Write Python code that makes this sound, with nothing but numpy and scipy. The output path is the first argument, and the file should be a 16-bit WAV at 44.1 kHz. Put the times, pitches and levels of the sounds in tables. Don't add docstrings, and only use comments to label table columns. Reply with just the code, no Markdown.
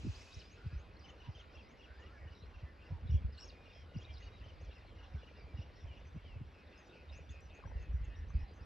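import sys
import numpy as np
from scipy import signal
from scipy.fft import rfft, irfft
from scipy.io import wavfile
from scipy.ndimage import uniform_filter1d

SR = 44100
rng = np.random.default_rng(int(sys.argv[2]) if len(sys.argv) > 2 else 0)


def ratio(d):
    e = np.asarray(d, float) / 20
    return 10 ** e


def int16_out(signal):
    q = np.round(np.clip(np.atleast_2d(signal).T, -1, 1) * 32767)
    wavfile.write(sys.argv[1], SR, q.astype(np.int16))


N = 381465


def evened(x):
    return x / np.sqrt(np.mean(x ** 2) + 1e-20)


def curve(points):
    return np.interp(np.arange(N) / SR, *np.transpose(points))


def add(mix, s, sound):
    part = mix[round(max(s, 0) * SR):][:len(sound)]
    part += sound[:len(part)]


def slow(length, hz):
    low_pass = signal.butter(2, hz, fs=SR, output="sos")
    settled = signal.sosfilt(low_pass, rng.standard_normal(length + 4000))[4000:]
    return evened(settled)


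def noise(spectrum, size, patchy_db):
    frames, hz = 4 * N // size + 5, np.fft.rfftfreq(size, 1 / SR)
    real, imaginary, patches = rng.standard_normal((frames, len(hz), 3)).T
    patches = uniform_filter1d(patches, size=14, axis=0)
    patches = evened(uniform_filter1d(patches, size=12, axis=1))
    f, db = np.transpose(spectrum)
    colour_db = np.interp(np.log(hz + 1), np.log(f + 1), db)
    z = (real + 1j * imaginary) * ratio(colour_db[:, None] + patchy_db * patches)
    return evened(signal.istft(z, nperseg=size, noverlap=3 * size // 4)[1][:N])


# (time [s], rumble level [dB])
WIND_PUSH = [(0, -55.5), (1, -60), (1.85, -61.5), (2.5, -56.5), (3.25, -57), (3.45, -62), (4.2, -55.5),
             (6.5, -56.5), (6.87, -67.5), (7.11, -53), (7.6, -55), (8, -47), (8.65, -54)]
# (frequency [Hz], density [dB per Hz])
RUMBLE_SPECTRUM = [(15, -46), (30, -16), (50, -0.5), (78, -1), (110, -14.5), (170, -25), (300, -28.5),
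                   (900, -91)]
# (frequency [Hz], density [dB per Hz])
FLAP_SPECTRUM = [(60, -11), (130, 8), (300, -15), (420, -21.5), (700, -102)]
# (time [s], peak level [dB], sharpness [dB])
LARGE_EDDIES = [(0.059, -36.5, 0.5), (0.078, -34.5, 0.5), (0.099, -33.5, -9.5), (0.669, -31.5, -6.5),
                (0.741, -36.5, -8.5), (0.77, -33.5, -17.5), (1.296, -36.5, -6), (2.642, -38, -10.5),
                (2.932, -33.5, -9), (3.062, -36, -9.5), (3.106, -28, -10), (3.13, -26, -13),
                (3.155, -19.5, -12), (3.256, -27.5, -15), (3.972, -33.5, -2.5), (5.157, -33.5, -10.5),
                (5.552, -36, -12), (5.601, -37, -8), (6.172, -40, -2), (6.372, -38.5, -9),
                (6.422, -41.5, -3.5), (7.665, -39, -9.5), (7.767, -31, -16), (7.809, -41, -17),
                (7.902, -33.5, -18), (7.953, -26.5, -16), (8.022, -31, -18), (8.088, -36.5, -17.5),
                (8.361, -23, -16.5), (8.433, -36, -24)]
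# (time [s], peak level [dB])
SMALL_EDDIES = [(.19, -52), (0.377, -41.5), (0.501, -59), (.875, -55), (.945, -55), (1.01, -51),
                (1.221, -56), (1.91, -50), (2.439, -45.5), (2.585, -51), (2.735, -50.5), (2.917, -37.5),
                (3.035, -39), (3.184, -40), (3.292, -37), (8.39, -35), (0.805, -46), (1.368, -46),
                (1.573, -45), (2.227, -44.5), (2.268, -41), (2.318, -45), (2.962, -40), (3.219, -38.5),
                (3.333, -48), (3.362, -46), (4.153, -41.5), (4.421, -44), (4.474, -45), (4.634, -40.5),
                (4.692, -43), (5.449, -45), (5.853, -38.5), (5.911, -42), (6.067, -42), (6.271, -46.5),
                (7.214, -44.5), (7.311, -39.5), (7.472, -47), (7.702, -42.5), (7.871, -53), (8.211, -61),
                (8.272, -49.5), (8.309, -41), (8.622, -40.5)]
SMALL_SHARP_DB = -12.5
RING_HZ, RING_HZ_PER_DB = 87.2, 1.9


def wind():
    lumps = ratio(curve(WIND_PUSH) + 1.0 + 1.8 * slow(N, 7.0))
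    mid = lumps * noise(RUMBLE_SPECTRUM, size=4096, patchy_db=1.5)
    side = lumps * noise(RUMBLE_SPECTRUM, size=4096, patchy_db=1.5)
    eddies = LARGE_EDDIES + [(s, db, SMALL_SHARP_DB) for s, db in SMALL_EDDIES]
    flaps, t = np.zeros(N), np.arange(6000) / SR
    lean = rng.standard_normal(len(eddies))
    rise = t / 0.0065
    for (s, db, sharp_db), pan in zip(eddies, lean):
        fall_hz = 420 * ratio(1.264 * sharp_db) * np.exp(-t / 0.00782)
        hz = RING_HZ + RING_HZ_PER_DB * sharp_db + fall_hz
        thump = ratio(db) * 1.66 * rise ** 2 * np.exp(2j * np.pi * np.cumsum(hz) / SR - rise)
        add(mid, s - .015, thump.imag)
        add(side, s - .015, 1.05 * pan * thump.real)
        flap = signal.windows.hann(round(0.047 * SR))
        add(flaps, s - .032, ratio(db + 1.25 * sharp_db - 3.5) * flap)
    mid += flaps * noise(FLAP_SPECTRUM, size=1024, patchy_db=2.0)
    side += 1.5 * flaps * noise(FLAP_SPECTRUM, size=1024, patchy_db=-1.5)
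    return np.array([mid + ratio(-14.5) * side, mid - ratio(-17.0) * side])


def singer(notes, overtone_db, rough, edge):
    out = np.zeros(N, complex)
    for s, length, first, middle, last, db in notes:
        u = np.linspace(0, 1, round(length * SR))
        hz = first * 2 * (u - .5) * (u - 1) - middle * 4 * u * (u - 1) + last * 2 * u * (u - .5)
        turn = np.exp(2j * np.pi * np.cumsum(hz) / SR)
        tone = turn + ratio(overtone_db) * turn ** 2
        add(out, s, ratio(db) * tone * signal.windows.tukey(len(u), np.clip(edge, 0, 1)))
    scatter = slow(N, 150.0) + 1j * slow(N, 150.0)
    return (out * (np.sqrt(2 - 2 * rough ** 2) + rough * scatter)).real


def glides(rows, early):
    return [(s, length, first, first + early * (last - first), last, db)
            for s, length, first, last, db in rows]


def hook(s, hz, db):
    return s - .002, .029, .94 * hz, 1.01 * hz, 0.838 * hz, db


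# (time [s], top frequency [Hz], level [dB])
PAIRED_HOOKS = [(1.042, 3012, -62.5), (1.201, 2940, -64), (1.35, 3154, -63), (1.551, 2720, -64.5),
                (1.795, 2840, -64), (2.018, 2850, -67), (2.276, 2910, -69), (2.54, 2730, -69),
                (2.816, 2750, -68), (3.097, 2910, -67), (3.375, 2850, -66), (3.655, 2790, -66),
                (3.942, 2810, -65), (4.222, 2860, -65), (4.44, 3055, -66.5), (4.709, 2770, -66.5),
                (4.984, 2890, -67), (5.225, 2890, -68.5), (5.572, 2850, -65), (5.921, 2850, -69)]
HOOK_GAP_S = .043


def hooks():
    paired = PAIRED_HOOKS + [(s + HOOK_GAP_S, hz, db) for s, hz, db in PAIRED_HOOKS]
    return singer([hook(*row) for row in paired], overtone_db=-17, rough=.25, edge=.3)


# (time [s], length [s], first frequency [Hz], last frequency [Hz], level [dB])
UPSTROKES = [(0.145, 0.036, 4250, 5550, -62.5), (6.862, .025, 6500, 7300, -84),
             (6.755, .025, 4950, 5550, -77), (.155, .06, 4750, 5200, -71), (0.195, 0.03, 5080, 5650, -65.5),
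             (5.752, .025, 5100, 5700, -75), (7.29, .018, 5800, 6600, -75.5),
             (7.535, .02, 5700, 6500, -79.5), (2.875, .045, 5250, 5550, -83), (1.96, .04, 4100, 5100, -80),
             (2.39, .065, 3750, 4200, -70), (0.325, 0.03, 4200, 6510, -66.5),
             (.33, 0.028, 4700, 5660, -64.5), (.312, 0.021, 3600, 3910, -66),
             (1.532, 0.031, 4190, 5930, -73.5), (1.995, 0.025, 6500, 7300, -85.5),
             (2.445, 0.025, 4230, 5800, -79), (2.839, 0.05, 4280, 5230, -79.5),
             (3.376, 0.03, 3630, 5700, -60.5), (3.964, 0.026, 4260, 5900, -67),
             (4.169, 0.02, 3580, 5700, -65), (4.578, 0.048, 3200, 6900, -76),
             (7.118, 0.07, 4600, 7020, -69.5), (8.605, 0.041, 4600, 5830, -77)]
# (time [s], length [s], first frequency [Hz], last frequency [Hz], level [dB])
DOWNSTROKES = [(0.388, 0.04, 6240, 2044, -62), (.4, .032, 5720, 3400, -66.5),
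               (2.345, .045, 4120, 3700, -70.5), (0.992, 0.024, 5900, 4280, -70.5),
               (3.07, 0.043, 3990, 3440, -69.5), (3.319, 0.069, 5290, 3790, -71.5),
               (3.473, 0.038, 6540, 3410, -64), (4.028, 0.019, 6270, 3740, -70),
               (4.135, 0.046, 5000, 3510, -66.5), (4.6, 0.064, 2895, 2330, -74),
               (4.645, 0.016, 6600, 4500, -77), (6.775, 0.021, 5320, 4870, -73.5)]
# (time [s], length [s], top frequency [Hz], level [dB])
CRESTED = [
    (0.345, 0.061, 3930, -69.5),
    (0.355, .04, 6840, -77),
    (3.121, 0.078, 3340, -70.5),
    (3.44, 0.027, 6530, -66.5),
    (3.996, 0.039, 6780, -81),
    (4.194, 0.068, 6530, -77.5),
    (6.77, 0.053, 6500, -78),
]


def sweeps():
    crests = [(s, length, .92 * hz, hz, .92 * hz, db) for s, length, hz, db in CRESTED]
    notes = glides(UPSTROKES, early=0.54) + glides(DOWNSTROKES, early=0.53) + crests
    return singer(notes, overtone_db=-34, rough=.68, edge=.25)


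# (time [s], length [s], frequency [Hz], level [dB])
SHORT_CHIPS = [(0.965, 0.0099, 4300, -66.5), (1.003, 0.013, 4620, -74.5), (.452, .014, 3500, -68),
               (.672, .014, 5000, -73), (.51, .016, 6500, -78.5), (7.495, .022, 3600, -71),
               (8.14, 0.024, 3750, -75), (3.4, 0.053, 5480, -58.5), (3.499, 0.012, 2800, -65),
               (3.724, 0.018, 3600, -68), (4.1, 0.018, 3220, -63), (4.044, .012, 3780, -59.5),
               (6.67, .014, 4250, -76), (6.71, .02, 3600, -74), (6.891, 0.026, 3660, -68),
               (7.088, 0.018, 3750, -62), (7.288, 0.014, 3500, -66.5)]


def chips():
    notes = [(s, length, hz, hz, hz, db) for s, length, hz, db in SHORT_CHIPS]
    return singer(notes, overtone_db=-40, rough=.7, edge=.4)


# (time [s], level [dB])
CLIMB_TIMES = [
    (0.43, -73),
    (0.701, -78),
    (1.0, -75),
    (1.306, -81.5),
    (1.615, -80),
    (1.92, -85),
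]
# (delay [s], length [s], first frequency [Hz], last frequency [Hz], level [dB])
STEPS = [
    (0, .066, 4640, 5160, 1.5),
    (0.065, .045, 5360, 6770, -1.5),
    (0.098, 0.023, 6700, 6800, -7),
]


def climbs():
    rows = [(s + late, length, first, last, db + step_db)
            for s, db in CLIMB_TIMES for late, length, first, last, step_db in STEPS]
    return singer(glides(rows, early=.6), overtone_db=-40, rough=.35, edge=.3)


# (time [s], length [s], first frequency [Hz], last frequency [Hz], level [dB])
THIN_WHISTLES = [(0.565, 0.12, 1390, 1520, -68.5), (.69, .1, 1600, 1810, -73), (.7, .15, 1420, 1448, -74),
                 (1.395, .055, 1440, 1410, -71.5), (1.033, 0.074, 777, 810, -69),
                 (1.228, 0.083, 980, 927, -67.5), (1.86, 0.12, 1430, 1640, -67.5),
                 (1.98, .095, 1700, 2050, -67), (2.04, 0.13, 1200, 1496, -70.5),
                 (2.2, 0.098, 1960, 1800, -69), (2.65, 0.08, 1780, 1755, -72),
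                 (2.906, 0.086, 1017, 854, -67.5), (4.013, 0.022, 3070, 3470, -64),
                 (5.02, 0.12, 832, 713, -71), (5.157, 0.069, 1550, 1450, -69),
                 (5.27, 0.048, 2386, 2400, -71), (8.401, 0.11, 843, 757, -69.5)]


def whistles():
    return singer(glides(THIN_WHISTLES, early=.5), overtone_db=-30, rough=.6, edge=.2)


# (time [s], length [s], first frequency [Hz], last frequency [Hz], level [dB])
FALLING = [
    (5.87, .075, 3250, 2820, -70),
    (6.24, .135, 3350, 2600, -68),
    (7.755, .125, 2850, 2560, -72),
    (8.03, .115, 2800, 2520, -72),
    (8.34, .09, 2680, 2490, -72),
    (8.58, .068, 2900, 2500, -75),
]
# (time [s], length [s], top frequency [Hz], level [dB])
DROOPING = [
    (4.616, 0.048, 7200, -93),
    (7.405, 0.066, 6000, -76),
    (7.657, 0.051, 5860, -78.5),
    (8.154, 0.052, 5780, -75.5),
]
# (time [s], top frequency [Hz], level [dB])
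SINGLE_HOOKS = [
    (1.377, 3570, -68),
    (1.573, 3300, -67.5),
    (1.821, 3310, -69.5),
    (2.455, 2800, -78),
]


def clear_notes():
    arches = [(s, length, 0.9 * hz, hz, .92 * hz, db) for s, length, hz, db in DROOPING]
    notes = glides(FALLING, early=.74) + arches + [hook(*row) for row in SINGLE_HOOKS]
    return singer(notes, overtone_db=-30, rough=.2, edge=.25)


# (time [s], length [s], first frequency [Hz], last frequency [Hz], level [dB])
THIN_THREADS = [(2.13, 0.059, 1760, 1634, -63.5), (2.15, 0.12, 2290, 2130, -73),
                (2.62, 0.097, 1970, 2020, -69), (3.46, .39, 2443, 2440, -75.5),
                (3.74, 0.1, 3270, 3180, -71.5), (4.03, .05, 2520, 2380, -69.5),
                (4.075, .065, 2380, 2330, -67.5), (4.22, 0.17, 2430, 2380, -75.5),
                (4.22, 0.078, 3820, 3770, -72.5), (4.31, 0.073, 3870, 3840, -72.5),
                (4.22, 0.07, 4590, 4500, -75.5), (4.7, 0.054, 3260, 3360, -76),
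                (1.62, 0.077, 2000, 2070, -74.5), (4.41, 0.022, 2790, 2570, -66),
                (4.68, .04, 2360, 2310, -73), (4.86, 0.055, 4170, 4120, -76), (6.85, .04, 5050, 5000, -79),
                (6.82, .08, 5850, 5800, -83), (5.39, .06, 4650, 4720, -77), (7.2, .07, 5750, 5700, -82),
                (3.86, .17, 1450, 1430, -74), (5.18, .03, 3340, 3440, -72),
                (5.35, 0.046, 2860, 2740, -71.5), (5.38, 0.045, 2373, 2290, -70.5),
                (5.45, 0.097, 2440, 2290, -71), (6.87, .18, 1427, 1477, -74), (5.95, .04, 2630, 2530, -71),
                (7.92, 0.067, 5800, 5720, -82), (8.095, 0.074, 2790, 2850, -72.5),
                (8.385, 0.023, 2820, 2790, -77), (8.43, 0.11, 4020, 4130, -80)]


def threads():
    return singer(glides(THIN_THREADS, early=.5), overtone_db=-40, rough=.35, edge=.4)


def buzzer(buzzes, per_s, jitter, width_hz, sag_hz):
    out, t = np.zeros(N), np.arange(800) / SR
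    for s, length, hz, db in buzzes:
        turns = np.cumsum(per_s * np.exp(jitter * slow(round(length * SR), 200.0))) / SR
        clicks = np.diff(np.floor(turns), prepend=0) * signal.windows.tukey(len(turns), .25)
        resonance = t * np.exp(2 * np.pi * (1j * hz - width_hz) * t)
        rings = signal.fftconvolve(clicks, resonance)
        sag = sag_hz * np.exp(-np.arange(len(rings)) / SR / (.3 * length))
        bend = np.exp(2j * np.pi * np.cumsum(sag) / SR)
        add(out, s, ratio(db) * evened((rings * bend).imag))
    return out


# (time [s], length [s], frequency [Hz], level [dB])
LOW_CALLS = [
    (6.53, .11, 2500, -73),
    (6.72, .11, 2540, -72),
    (6.91, .12, 2500, -69),
    (7.112, .105, 2530, -67),
    (7.295, .115, 2500, -68),
    (7.485, .14, 2500, -68.5),
    (7.68, .21, 1820, -71),
    (7.95, .07, 1980, -74),
    (8.04, .22, 1770, -70),
    (8.35, .13, 1820, -73),
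]


def low_buzzes():
    return buzzer(LOW_CALLS, per_s=150, jitter=.2, width_hz=160, sag_hz=260)


# (time [s], length [s], frequency [Hz], level [dB])
HIGH_CALLS = [(2.3, 0.04, 4970, -80), (2.34, .08, 5500, -80), (2.55, .03, 5700, -87),
              (5.13, .07, 5570, -85), (8.33, .05, 4730, -79), (8.385, .06, 5430, -78.5),
              (8.47, .07, 4800, -80), (3.1, 0.074, 5650, -74), (3.37, 0.06, 7830, -83.5),
              (3.72, 0.11, 5370, -75), (4.12, .04, 5360, -75.5), (4.22, .06, 4500, -76),
              (4.72, .09, 5170, -81), (5.36, 0.043, 5060, -78), (5.56, .08, 5300, -81),
              (5.755, 0.1, 5520, -78), (6.045, 0.05, 6100, -81.5), (7.295, 0.03, 6570, -73),
              (7.545, 0.036, 6600, -78.5), (7.79, .05, 6470, -81), (8.04, 0.017, 6670, -78.5),
              (8.28, 0.037, 6200, -79), (8.53, 0.061, 6250, -84)]


def high_buzzes():
    return buzzer(HIGH_CALLS, per_s=630, jitter=0.9, width_hz=260, sag_hz=-300)


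# (time [s], length [s], first frequency [Hz], last frequency [Hz], level [dB])
INSECT_TONES = [
    (0, .47, 2550, 2540, -71),
    (.5, .08, 2545, 2540, -73),
    (.62, .33, 2545, 2540, -76.5),
]


def insect():
    return singer(glides(INSECT_TONES, early=.5), overtone_db=-40, rough=.92, edge=.15)


# (time [s], level [dB])
FLOCK_LEVEL = [(0, 1.5), (1.5, 0.5), (2.2, -2), (3, -2), (4.3, 2), (5.5, 1), (6.8, -1), (7.8, -4),
               (8.65, -8)]


def flock(count):
    when, length, hz, bend, level = rng.random((count, 5)).T
    s = when * N / SR
    hz = 1900 * np.exp(1.15 * hz)
    fall_db = 9 * np.log2(hz / 1900)
    db = -69.5 - 6 * level - fall_db + np.interp(s, *np.transpose(FLOCK_LEVEL))
    first, last = hz * (1.1 - 0.18 * bend), hz * (0.83 + .15 * bend)
    notes = np.transpose([s, .012 + 0.05 * length, first, hz, last, db])
    return singer(notes, overtone_db=-40, rough=.45, edge=.6)


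def far(x, wet_db, t60):
    t = np.arange(round(.3 * SR)) / SR
    tail = rng.standard_normal((len(t), 2)).T * ratio(-60 * t / t60) * (t > .004)
    tail = tail[:1] + 0.26 * tail
    tail = tail / np.linalg.norm(tail[0])
    return x + ratio(wet_db) * signal.fftconvolve(x, tail, axes=1)[:, :N]


def calls_afield():
    # (voice, lean to the left [dB])
    voices = [(hooks(), .8), (flock(count=420), 0), (climbs(), -.6), (sweeps(), .6), (insect(), 0),
              (chips(), .6), (whistles(), -.8), (clear_notes(), .9), (threads(), -.3),
              (low_buzzes(), .4), (high_buzzes(), -.4)]
    pair = sum(voice * ratio(np.array([[pan_db], [-pan_db]])) for voice, pan_db in voices)
    return far(pair, wet_db=-7.5, t60=.18)


# (time [s], peak level [dB], frequency [Hz], snap share)
FINGER_TAPS = [
    (7.601, -56, 1500, .4),
    (7.626, -56, 1250, .05),
    (7.638, -45, 1075, .05),
    (7.651, -50, 830, 0.46),
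    (7.656, -48, 530, 0.67),
    (7.674, -49, 900, .1),
    (7.699, -54, 885, .05),
    (7.714, -48, 896, 0.36),
    (7.72, -46, 504, .1),
    (8.303, -53, 1150, .5),
]
# (time [s], peak level [dB])
DRY_TICKS = [
    (7.4073, -58.5),
    (7.4594, -78),
]


def handling():
    taps, ticks, t = np.zeros(N), np.zeros(N), np.arange(1500) / SR
    for s, db, hz, snap in FINGER_TAPS:
        ring = np.sin(2 * np.pi * hz * t) + snap * np.sin(2 * np.pi * 1600 * t)
        add(taps, s, ratio(db - 60 * t / 0.029) * ring * (1 - np.exp(-t / 0.00077)))
    for s, db in DRY_TICKS:
        add(ticks, s, ratio(db - 60 * t / 0.0028) * np.sin(2 * np.pi * 7500 * t))
    return taps * np.array([[1.5], [.4]]) + ticks * np.array([[1.2], [.8]])


# (time [s], firings so far)
ENGINE_TURNS = [(0, .35), (.72, 9), (1.44, 17.73), (2.16, 26.55), (2.88, 35.68), (3.6, 44.95),
                (4.32, 54.23), (5.04, 63.54), (5.76, 72.78), (6.48, 82), (7.2, 91.19), (7.92, 100.13),
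                (8.65, 108.7)]
# (time [s], peak level [dB])
ENGINE_LEVEL = [(0, -70), (1, -63), (2.2, -62.5), (4, -59), (6, -58), (7.4, -59.5), (8.65, -60)]
POP_FIRST_HZ, POP_LAST_HZ, POP_S = 850, 380, .0034


def pump():
    fired = np.flatnonzero(np.diff(np.floor(curve(ENGINE_TURNS))))
    level_db, t, out = curve(ENGINE_LEVEL), np.arange(1200) / SR, np.zeros(N)
    shape = t / POP_S * np.exp(1 - t / POP_S)
    fall_hz = POP_LAST_HZ + (POP_FIRST_HZ - POP_LAST_HZ) * np.exp(-t / .004)
    for at, (size, pitch, late) in zip(fired, rng.standard_normal((len(fired), 3))):
        hz = fall_hz * np.exp(.08 * pitch)
        knock = shape * np.sin(2 * np.pi * np.cumsum(hz) / SR)
        add(out, at / SR + .003 * late, ratio(level_db[at] - 1.0 + 3.0 * size) * knock)
    return out


# (frequency [Hz], density [dB per Hz])
HUSH_MID = [(60, -30), (100, -7), (155, -6.5), (516, -8), (600, -11.5), (1330, -16.5), (1480, -14.5),
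            (2660, -18), (3190, -24), (4940, -30), (6200, -43), (8100, -45.5), (8250, -87.5)]
# (frequency [Hz], density [dB per Hz])
HUSH_WIDE = [(60, -40.5), (100, -4), (210, -5.5), (410, -3.5), (600, -6.5), (1310, -1.5), (1800, -17.5),
             (2100, -39), (4000, -46), (5000, -31), (6500, -48)]
# (time [s], level [dB])
UNLEARNED = [(0, -67), (.2, -63.5), (.35, -68.5), (.5, -80.5), (.7, -85), (1.0, -110)]
# (frequency [Hz], density [dB per Hz])
UNLEARNED_SPECTRUM = [(1500, 1.5), (3000, 1.5), (6000, 3.5), (8100, -8), (8250, -56), (8850, -50),
                      (9000, -17), (12300, -25), (12600, -56)]
# (frequency [Hz], density [dB per Hz])
HALO_SPECTRUM = [(2000, -25.5), (2800, 1.5), (5500, -6), (7000, -27), (8100, -36), (8300, -53)]
# (frequency [Hz], density [dB per Hz])
AIR_MID = [(8850, -32.5), (9000, -1), (12300, 3), (12500, -41)]
# (frequency [Hz], density [dB per Hz])
AIR_WIDE = [(8000, -41.5), (8200, 3.5), (10200, -2.5), (10400, -45), (11700, -39.5), (11900, -1.5),
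            (13000, -10), (13200, -38)]
HUSH_DB, HUSH_SIDE_DB, AIR_DB = -63.5, -71.5, -100


def hush(calls):
    settle_db = curve(UNLEARNED)
    opening = uniform_filter1d(evened(calls[0]) ** 2, size=4000) ** .33 * ratio(curve(FLOCK_LEVEL))
    mid = ratio(HUSH_DB) * noise(HUSH_MID, size=1024, patchy_db=2.0)
    mid += ratio(settle_db) * noise(UNLEARNED_SPECTRUM, size=1024, patchy_db=1.0)
    mid += ratio(-76.5) * opening * noise(HALO_SPECTRUM, size=512, patchy_db=3.5)
    mid += ratio(AIR_DB) * noise(AIR_MID, size=1024, patchy_db=-1.0)
    side = ratio(HUSH_SIDE_DB) * noise(HUSH_WIDE, size=1024, patchy_db=2.0)
    halo_gain = ratio(-85.5) * opening + ratio(settle_db - 6.5)
    side += halo_gain * noise(HALO_SPECTRUM, size=1024, patchy_db=4.0)
    air_gain = ratio(AIR_DB + 1.0) + ratio(settle_db - 22.5)
    side += air_gain * noise(AIR_WIDE, size=1024, patchy_db=1.5)
    return np.array([mid + side, mid - side])


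def scene():
    calls = calls_afield()
    return wind() + calls + handling() + pump() + hush(calls)


# (frequency [Hz], phase [rad])
PHASE_LEAD = [(0, 0.13), (690, -0.25), (950, -0.8), (1550, 0.94), (1890, 0.35), (2930, -0.29),
              (6030, -0.57), (7490, 0.01)]
# (frequency [Hz], level [dB])
LEVEL_BALANCE = [(60, -1), (160, 0), (410, -1), (1070, 0.5), (2810, 0), (7340, -0.5)]


def ports(pair):
    log_hz = np.log(np.fft.rfftfreq(N, 1 / SR) + 1)

    def at_each_hz(points):
        f, value = np.transpose(points)
        return np.interp(log_hz, np.log(f + 1), value)

    lead = ratio(at_each_hz(LEVEL_BALANCE) / 2) * np.exp(.5j * at_each_hz(PHASE_LEAD))
    return irfft(rfft(pair, axis=1) * np.array([lead, 1 / lead]), N, axis=1)


def roll_off(x):
    return signal.sosfilt(signal.butter(12, 13200, fs=SR, output="sos"), x)


def record(dry):
    left, right = ports(dry)
    mid, side = (left + right) / 2, (left - right) / 2
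    hz = np.fft.rfftfreq(N, 1 / SR)
    passed = ((hz < 8200) | (hz > 8900)) * (hz < 12400)
    mid = irfft(rfft(mid) * passed, N)
    return roll_off(np.array([mid + side, mid - side]))


dry = scene()
out = record(dry)
int16_out(out)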